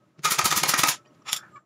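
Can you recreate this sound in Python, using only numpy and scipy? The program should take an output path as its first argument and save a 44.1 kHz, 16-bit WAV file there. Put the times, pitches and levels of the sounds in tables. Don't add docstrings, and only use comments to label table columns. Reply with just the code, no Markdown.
import sys
import numpy as np
from scipy import signal
from scipy.fft import rfft, irfft, next_fast_len
from scipy.io import wavfile
from scipy.ndimage import map_coordinates

SR = 44100
rng = np.random.default_rng(int(sys.argv[2]) if len(sys.argv) > 2 else 0)


def volts_from_db(level):
    exponent = np.asarray(level, float) / 20
    return 10 ** exponent


def wav_record(signal):
    frames = np.transpose(np.atleast_2d(signal))
    bounded = np.clip(frames, -1, 1)
    quanta = np.round(bounded * 32767).astype(np.int16)
    wavfile.write(sys.argv[1], SR, quanta)


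N = 72765
T = np.arange(N) / SR

# [f/Hz, level/dB]
HUM_COLOUR = [(18, -75.5), (30, -52), (124, 5), (471, -18), (596, -29.5), (775, -47.5), (1120, -37),
              (1420, -18), (15800, -43)]
# [t/s, level/dB]
HUM_LEVEL = [
    (0, -62),
    (0.169, -64.5),
    (.95, -55),
    (1.25, -58.5),
    (1.552, -57.5),
    (1.65, -66.5),
]
# [f/Hz, width/Hz, level/dB]
HUM_RING = [(150, 160, -11), (336, 98, -6), (600, 40, -6.5), (900, 250, -19), (1110, 60, -12.5),
            (1280, 35, -10), (1850, 60, -25), (5640, 400, -35.5), (7400, 400, -33.5)]
# [t/s, level/dB, f/Hz, length/s]
FAR_RINGS = [(.04, -74, 1273, 0.067), (.13, -80, 1267, 0.028), (.99, -56, 1317, 0.032),
             (1.09, -67, 1110, 0.022), (1.12, -67.5, 606, 0.048), (1.16, -69, 1260, 0.056),
             (1.405, -60, 3480, 0.017), (1.30, -41, 1260, 0.017), (1.365, -45, 1280, 0.023),
             (1.445, -56, 1790, .02), (1.405, -63, 5300, .02)]
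# [f/Hz, time/s]
ROOM_T60 = [(150, 1), (1250, 0.4), (3000, 0.52), (8000, 0.34), (15000, 0.046)]

SQUEAK_HARMONICS = [-24, 0, -18, -15, -29, -32]
# [t/s, level/dB, rise/s, fall/s]
BRUSHES = [
    (0.1929, -37.5, 0.00023, 0.00041),
    (.195, -54, 0.011, 0.013),
    (1.061, -61, 0.0029, 0.0087),
    (1.150, -60.5, 0.0074, .008),
    (1.224, -58.5, 0.00071, 0.0036),
    (1.566, -59.5, 0.011, 0.012),
]
# [f/Hz, level/dB]
BRUSH_COLOUR = [(180, -33), (300, 5), (974, -10.5), (5030, -16.5), (7300, -22.5), (15800, -59)]
# [t/s, level/dB, f/Hz, time to fall 60 dB/s]
TICKS = [(1.054, -58.5, 2466, 0.048), (1.052, -61, 2840, .04), (1.060, -61, 3050, .05),
         (1.061, -60, 1850, 0.097), (1.108, -64, 2900, .03), (1.222, -69, 5250, .03),
         (1.072, -60, 4800, 0.029), (1.078, -63.5, 5750, 0.082), (1.149, -66, 6800, 0.017),
         (1.221, -63, 5800, .03), (1.221, -51, 1180, 0.028)]

# [t/s, rattle level/dB, ring level/dB, rise/s, fall/s]
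PUT_DOWN = [
    (1.265, -51.5, -40.5, 0.008, 0.018),
    (1.287, -35.5, -38, 0.008, 0.016),
    (1.296, -43.5, -43, 0.0046, 0.0098),
    (1.328, -31, -51, 0.0085, 0.0047),
    (1.3305, -22, -29, 0.00058, 0.0047),
    (1.343, -37.5, -37.5, 0.0031, 0.017),
    (1.364, -30.5, -46.5, .0015, 0.0078),
]
# [f/Hz, level/dB]
SCRAPE_COLOUR = [(180, -70.5), (300, -27), (1250, -10), (1500, -14), (2420, -5), (7130, -27),
                 (15800, -45.5)]
RATTLE_COLOUR = [(180, -65.5), (300, -29), (1250, -22), (2820, -13), (3490, -16.5), (8140, -17),
                 (15000, -19), (15800, -44)]
# [f/Hz, width/Hz, level/dB]
HANDLE = [(1282, 29, 15.5), (886, 190, -3), (1690, 170, -6), (2370, 960, -12.5)]
MAGAZINE = [(2750, 290, -22), (3465, 148, 6), (4760, 190, -2.5), (5310, 86, 6.5), (5670, 70, 3.5),
            (6720, 65, 2.5), (5945, 150, -11), (7110, 400, -3), (7380, 54.7, 8.5), (9300, 88, -8),
            (10410, 150, -9), (11030, 149, -17), (12300, 100, -22)]
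CLACK_BODY = [(2430, 1300, -7), (3500, 590, 4.5), (5300, 1300, -4), (7050, 900, 2), (10800, 4000, -10)]
# [t/s, level/dB]
DRAG = [
    (1.35, -74),
    (1.385, -48),
    (1.419, -52.5),
    (1.445, -49),
    (1.50, -62),
    (1.54, -74),
]
# [f/Hz, width/Hz, level/dB]
DRAG_BODY = [(800, 200, -7.5), (1260, 140, 4.5), (1490, 190, 4.5), (1750, 110, 2.5), (2300, 300, -14.5)]

# [t/s, level/dB, f/Hz, length/s]
JOLTS = [(.197, -40, 152, 0.011), (.253, -38.5, 151, .014), (.278, -37, 156, .012),
         (0.318, -32, 180, 0.005), (0.394, -32, 145, 0.011), (.401, -33.5, 367, .011),
         (0.447, -33, 104, .012), (0.460, -27, 200, 0.005), (.460, -33, 362, .007), (.522, -36, 153, 0.022),
         (0.567, -38, 96, 0.012), (0.577, -31, 198, 0.009), (.580, -35, 320, .007),
         (0.631, -32.5, 156, 0.013), (.626, -37, 340, .009), (.660, -38.5, 160, .012),
         (0.693, -33, 150, 0.011), (.715, -44, 150, .012), (0.742, -26, 254, 0.0035),
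         (.795, -27.5, 150, .006), (0.836, -28, 150, 0.005), (.742, -39.5, 91, 0.0062),
         (0.891, -34, 145.4, 0.012), (1.331, -37.5, 150, 0.0035)]
# [f/Hz, width/Hz, level/dB]
FRAME = [(320, 73, -16), (875, 210, -7), (1026, 72, -4.5), (1243, 75, 1.5), (1377, 500, -9),
         (1883, 140, -7.5), (2157, 60, -4.5), (2440, 200, -9)]
# [t/s, level/dB, rise/s, fall/s]
PLANK = [
    (0.255, -16, 0.0064, .014),
    (0.276, -31, 0.0071, 0.006),
    (.393, -14.5, 0.0018, 0.0072),
    (.455, -23, .004, 0.0033),
    (0.526, -25, .003, .006),
    (.637, -31, .003, .008),
    (0.739, -19.5, .002, .008),
    (0.837, -26.5, 0.00077, 0.0035),
]
# [t/s, crack level/dB, frame knock level/dB]
BLOWS = [
    (0.321, -6, -38),
    (0.3913, -17, -12),
    (0.5246, -29.5, -8),
    (0.5296, -20.5, -26.5),
    (0.7373, -27.5, -10),
    (0.7411, -10.5, -10),
    (0.8342, -30, -6),
    (0.8369, -37.5, -13),
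    (0.8407, -28.5, -14.5),
    (.794, -17.5, -11),
]
# [f/Hz, level/dB]
CRACK_COLOUR = [(180, -29.5), (1290, -8.5), (4000, -13.5), (7130, -1), (8140, -15), (15800, -23.5)]
# [t/s, air level/dB, frame ring level/dB, rise/s, fall/s]
DRIVES = [
    (.252, -22, -24, 0.0083, 0.019),
    (.392, -14.5, -15, 0.0053, 0.0026),
    (.507, -27, -36, 0.0027, 0.015),
    (.514, -26, -27.5, 0.0045, 0.012),
    (.527, -29, -22, 0.0022, 0.0031),
    (.636, -14, -17, 0.0028, 0.0046),
    (.7372, -27.5, -16.5, 0.00093, 0.0059),
    (.7408, -18.5, -20, 0.0011, 0.0021),
    (.8335, -22.5, -21, 0.00022, 0.006),
    (.838, -18, -21.5, 0.0032, 0.0045),
]
# [t/s, air level/dB, frame ring level/dB, rise/s, fall/s]
PUFFS = [(.311, -19.5, -24.5, 0.006, 0.011), (.321, -22.5, -40.5, .003, 0.013),
         (.448, -20, -27.5, .005, 0.0035), (.457, -14.5, -23.5, 0.003, 0.01),
         (.565, -20, -35, .006, 0.0072), (.575, -18.5, -26, 0.004, 0.013), (.780, -25, -27.5, .004, 0.014),
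         (.874, -24, -33, 0.0041, 0.0075), (.695, -15, -25.5, 0.011, 0.0089),
         (.792, -19, -34, 0.005, 0.012), (.8845, -17.5, -28, 0.0011, 0.0051),
         (.890, -18, -36.5, .003, .012)]
# [f/Hz, level/dB]
DRIVE_AIR = [(180, -39.5), (300, -10.5), (592, -26.5), (1250, -22.5), (1520, -13.5), (6780, -10),
             (8140, -16.5), (15800, -21.5)]
PUFF_AIR = [(180, -21.5), (300, -23), (1290, -7.5), (1920, -8.5), (7130, -3), (8140, -8), (11200, -7),
            (15800, -8.5)]
# [f/Hz, width/Hz, level/dB]
PORT_NOTCHES = [(8170, 420, -7), (13650, 1200, -4)]


def unit(x):
    return x / np.sqrt(np.mean(x ** 2) + 1e-20)


def along(points, hz):
    f, v = np.transpose(points)
    return np.interp(np.log(hz + 1), np.log(f + 1), v)


def filtered(x, response):
    m = next_fast_len(N + SR // 2)
    return irfft(rfft(x, m) * response(np.fft.rfftfreq(m, 1 / SR)), m)[:N]


def body(peaks):
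    def response(f):
        total = 0
        for k, (centre, width, db) in enumerate(peaks):
            damping = 1j * f * width
            total = total + (-1) ** k * volts_from_db(db) * damping / (centre ** 2 - f ** 2 + damping)
        return total
    return response


def noise(colour):
    return unit(filtered(rng.standard_normal(N), lambda hz: volts_from_db(along(colour, hz))))


def wobble(rate):
    knots = rng.standard_normal(int(N * rate / SR) + 4)
    return map_coordinates(knots, [T * rate])


def swell(s, rise, fall):
    growing = -(np.abs(T - s) / rise) ** 1.35
    return np.exp(np.where(T < s, growing, (s - T) / fall))


def swells(rows):
    return sum(volts_from_db(db) * swell(s, rise, fall) for s, db, rise, fall in rows)


def shaken(envelope, peaks):
    white = rng.standard_normal(N)
    return filtered(envelope * white, body(peaks)) / np.std(filtered(white, body(peaks)))


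def bursts(rows, colour, peaks, rough_db):
    lumps = volts_from_db(rough_db * wobble(700))
    hiss = swells([(s, air_db, rise, fall) for s, air_db, _, rise, fall in rows])
    ring = swells([(s, ring_db, rise, fall) for s, _, ring_db, rise, fall in rows])
    return lumps * hiss * noise(colour) + shaken(lumps * ring, peaks)


def swings(rows):
    total = np.zeros(N)
    for s, db, hz, length in rows:
        total += volts_from_db(db) * np.exp(-((T - s) / length) ** 2) * np.cos(2 * np.pi * hz * (T - s))
    return total


def room(x, db, end_s):
    out = x.copy()
    step = SR // 10
    for start in range(0, N, step):
        hz, t, z = signal.stft(rng.standard_normal(SR // 2), SR, nperseg=256)
        fade_db = -60 * t / along(ROOM_T60, hz)[:, None]
        gate_db = -20 * (t / end_s) ** 4
        tail = signal.istft(z * volts_from_db(fade_db + gate_db), SR, nperseg=256)[1]
        wet = signal.fftconvolve(x[start:start + step], tail / np.linalg.norm(tail))[:N - start]
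        out[start:start + len(wet)] += volts_from_db(db) * wet
    return out


def hum():
    s, db = np.transpose(HUM_LEVEL)
    rings = shaken(volts_from_db(1.6 * wobble(35)), HUM_RING)
    murmur = volts_from_db(-4 + 1.5 * wobble(12)) * noise(HUM_COLOUR)
    return volts_from_db(np.interp(T, s, db)) * (murmur + volts_from_db(-3.5) * rings)


def far_rings():
    return volts_from_db(2.6 * wobble(90)) * swings(FAR_RINGS)


def squeak():
    s, length = 1.571, .0125
    sag = .004 * (T - s) / length
    turn = 2 * np.pi * np.cumsum(568 * (1 - sag + 0.0035 * wobble(340))) / SR
    stack = np.zeros(N)
    for k, db in enumerate(SQUEAK_HARMONICS):
        level = volts_from_db(db + (1.0 + k) * wobble(240))
        shape = np.exp(-((T - s + 0.00067 * k) / length) ** 4)
        stack += level * shape * np.sin((k + 1) * turn)
    fray = shaken(volts_from_db(-13.5) * swell(s + 0.0059, 0.014, 0.013), DRAG_BODY)
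    whine = volts_from_db(-42.5) * swell(1.558, 0.021, 0.019) * np.sin(2 * np.pi * 1220 * T)
    return volts_from_db(-41) * (stack + fray) + whine


def handling():
    brushes = swells(BRUSHES) * noise(BRUSH_COLOUR)
    leak = shaken(volts_from_db(-69.5) * swell(1.557, 0.032, 0.032), [(7400, 91, 0)])
    ticks = np.zeros(N)
    for s, db, hz, t60 in TICKS:
        ticks += volts_from_db(db) * swell(s, 0.00083, t60 / np.log(1000)) * np.sin(2 * np.pi * hz * (T - s))
    return brushes + leak + ticks


def drag_strength():
    s, db = np.transpose(DRAG)
    level = np.interp(T, s, db, left=-120, right=-120)
    return volts_from_db(level + 2.4 * wobble(220))


def clack():
    click = np.zeros(N)
    click[round(1.3306 * SR)] = 1
    click = filtered(click, body(CLACK_BODY))
    return -volts_from_db(-4) * click / np.abs(click).max()


def magazine():
    ring_fall = 0.13 / np.log(1000)
    shake = np.zeros(N)
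    for s, rattle_db, _, rise, fall in PUT_DOWN:
        shake += volts_from_db(rattle_db) * (swell(s, rise, fall) + volts_from_db(-25) * swell(s, rise, ring_fall))
    return volts_from_db(0.5) * shaken(shake, MAGAZINE)


def put_down():
    rub = drag_strength()
    scrape = bursts(PUT_DOWN[:3], SCRAPE_COLOUR, HANDLE, rough_db=3.0)
    rattle = bursts(PUT_DOWN[3:], RATTLE_COLOUR, HANDLE, rough_db=-2.0)
    return scrape + rattle + magazine() + clack() + shaken(rub, DRAG_BODY)


def knocks():
    blows = np.zeros(N)
    for s, _, db in BLOWS:
        blows[round(s * SR)] = -volts_from_db(db + 30.0)
    return filtered(blows, body([(hz, 2.5 * width, db) for hz, width, db in FRAME]))


def plank():
    turn = 2 * np.pi * np.cumsum(1250 * (1 + .035 * wobble(120))) / SR
    return swells(PLANK) * np.sin(turn)


def nailer():
    crack = swells([(s, db, .0001, 0.00041) for s, db, _ in BLOWS]) * noise(CRACK_COLOUR)
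    drives = bursts(DRIVES, DRIVE_AIR, FRAME, rough_db=3.0)
    puffs = bursts(PUFFS, PUFF_AIR, FRAME, rough_db=0.5)
    return drives + puffs + crack


def wall_echo():
    late = np.roll(nailer(), round(.024 * SR))
    return volts_from_db(-11) * filtered(late, lambda f: 1 / (1 + (f / 9000) ** 2))


def scene():
    tail_s = 0.074
    gun = room(nailer() + wall_echo(), -6, tail_s)
    frame = room(knocks() + plank(), -13, tail_s) + room(swings(JOLTS), -17, tail_s)
    tool = room(put_down(), -18, 0.04)
    return (gun + frame + tool + handling() + squeak() + hum() + far_rings())[None]


def port(f):
    return volts_from_db(sum(db * np.exp(-((f - centre) / width) ** 2) for centre, width, db in PORT_NOTCHES))


def band(f):
    low_cut = (f / 60) ** 2 / (1 + (f / 60) ** 2)
    return low_cut * (1 - np.tanh((f - 15650) / 120)) / 2


def band_limit(x):
    return signal.sosfilt(signal.butter(12, 16010, fs=SR, output="sos"), x)


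def record(dry):
    x = filtered(dry[0], port)
    ceiling, knee = .6, 4
    x = x / (1 + np.abs(x / ceiling) ** knee) ** (1 / knee)
    return band_limit(filtered(x, band)[None])


dry = scene()
out = record(dry)
wav_record(out)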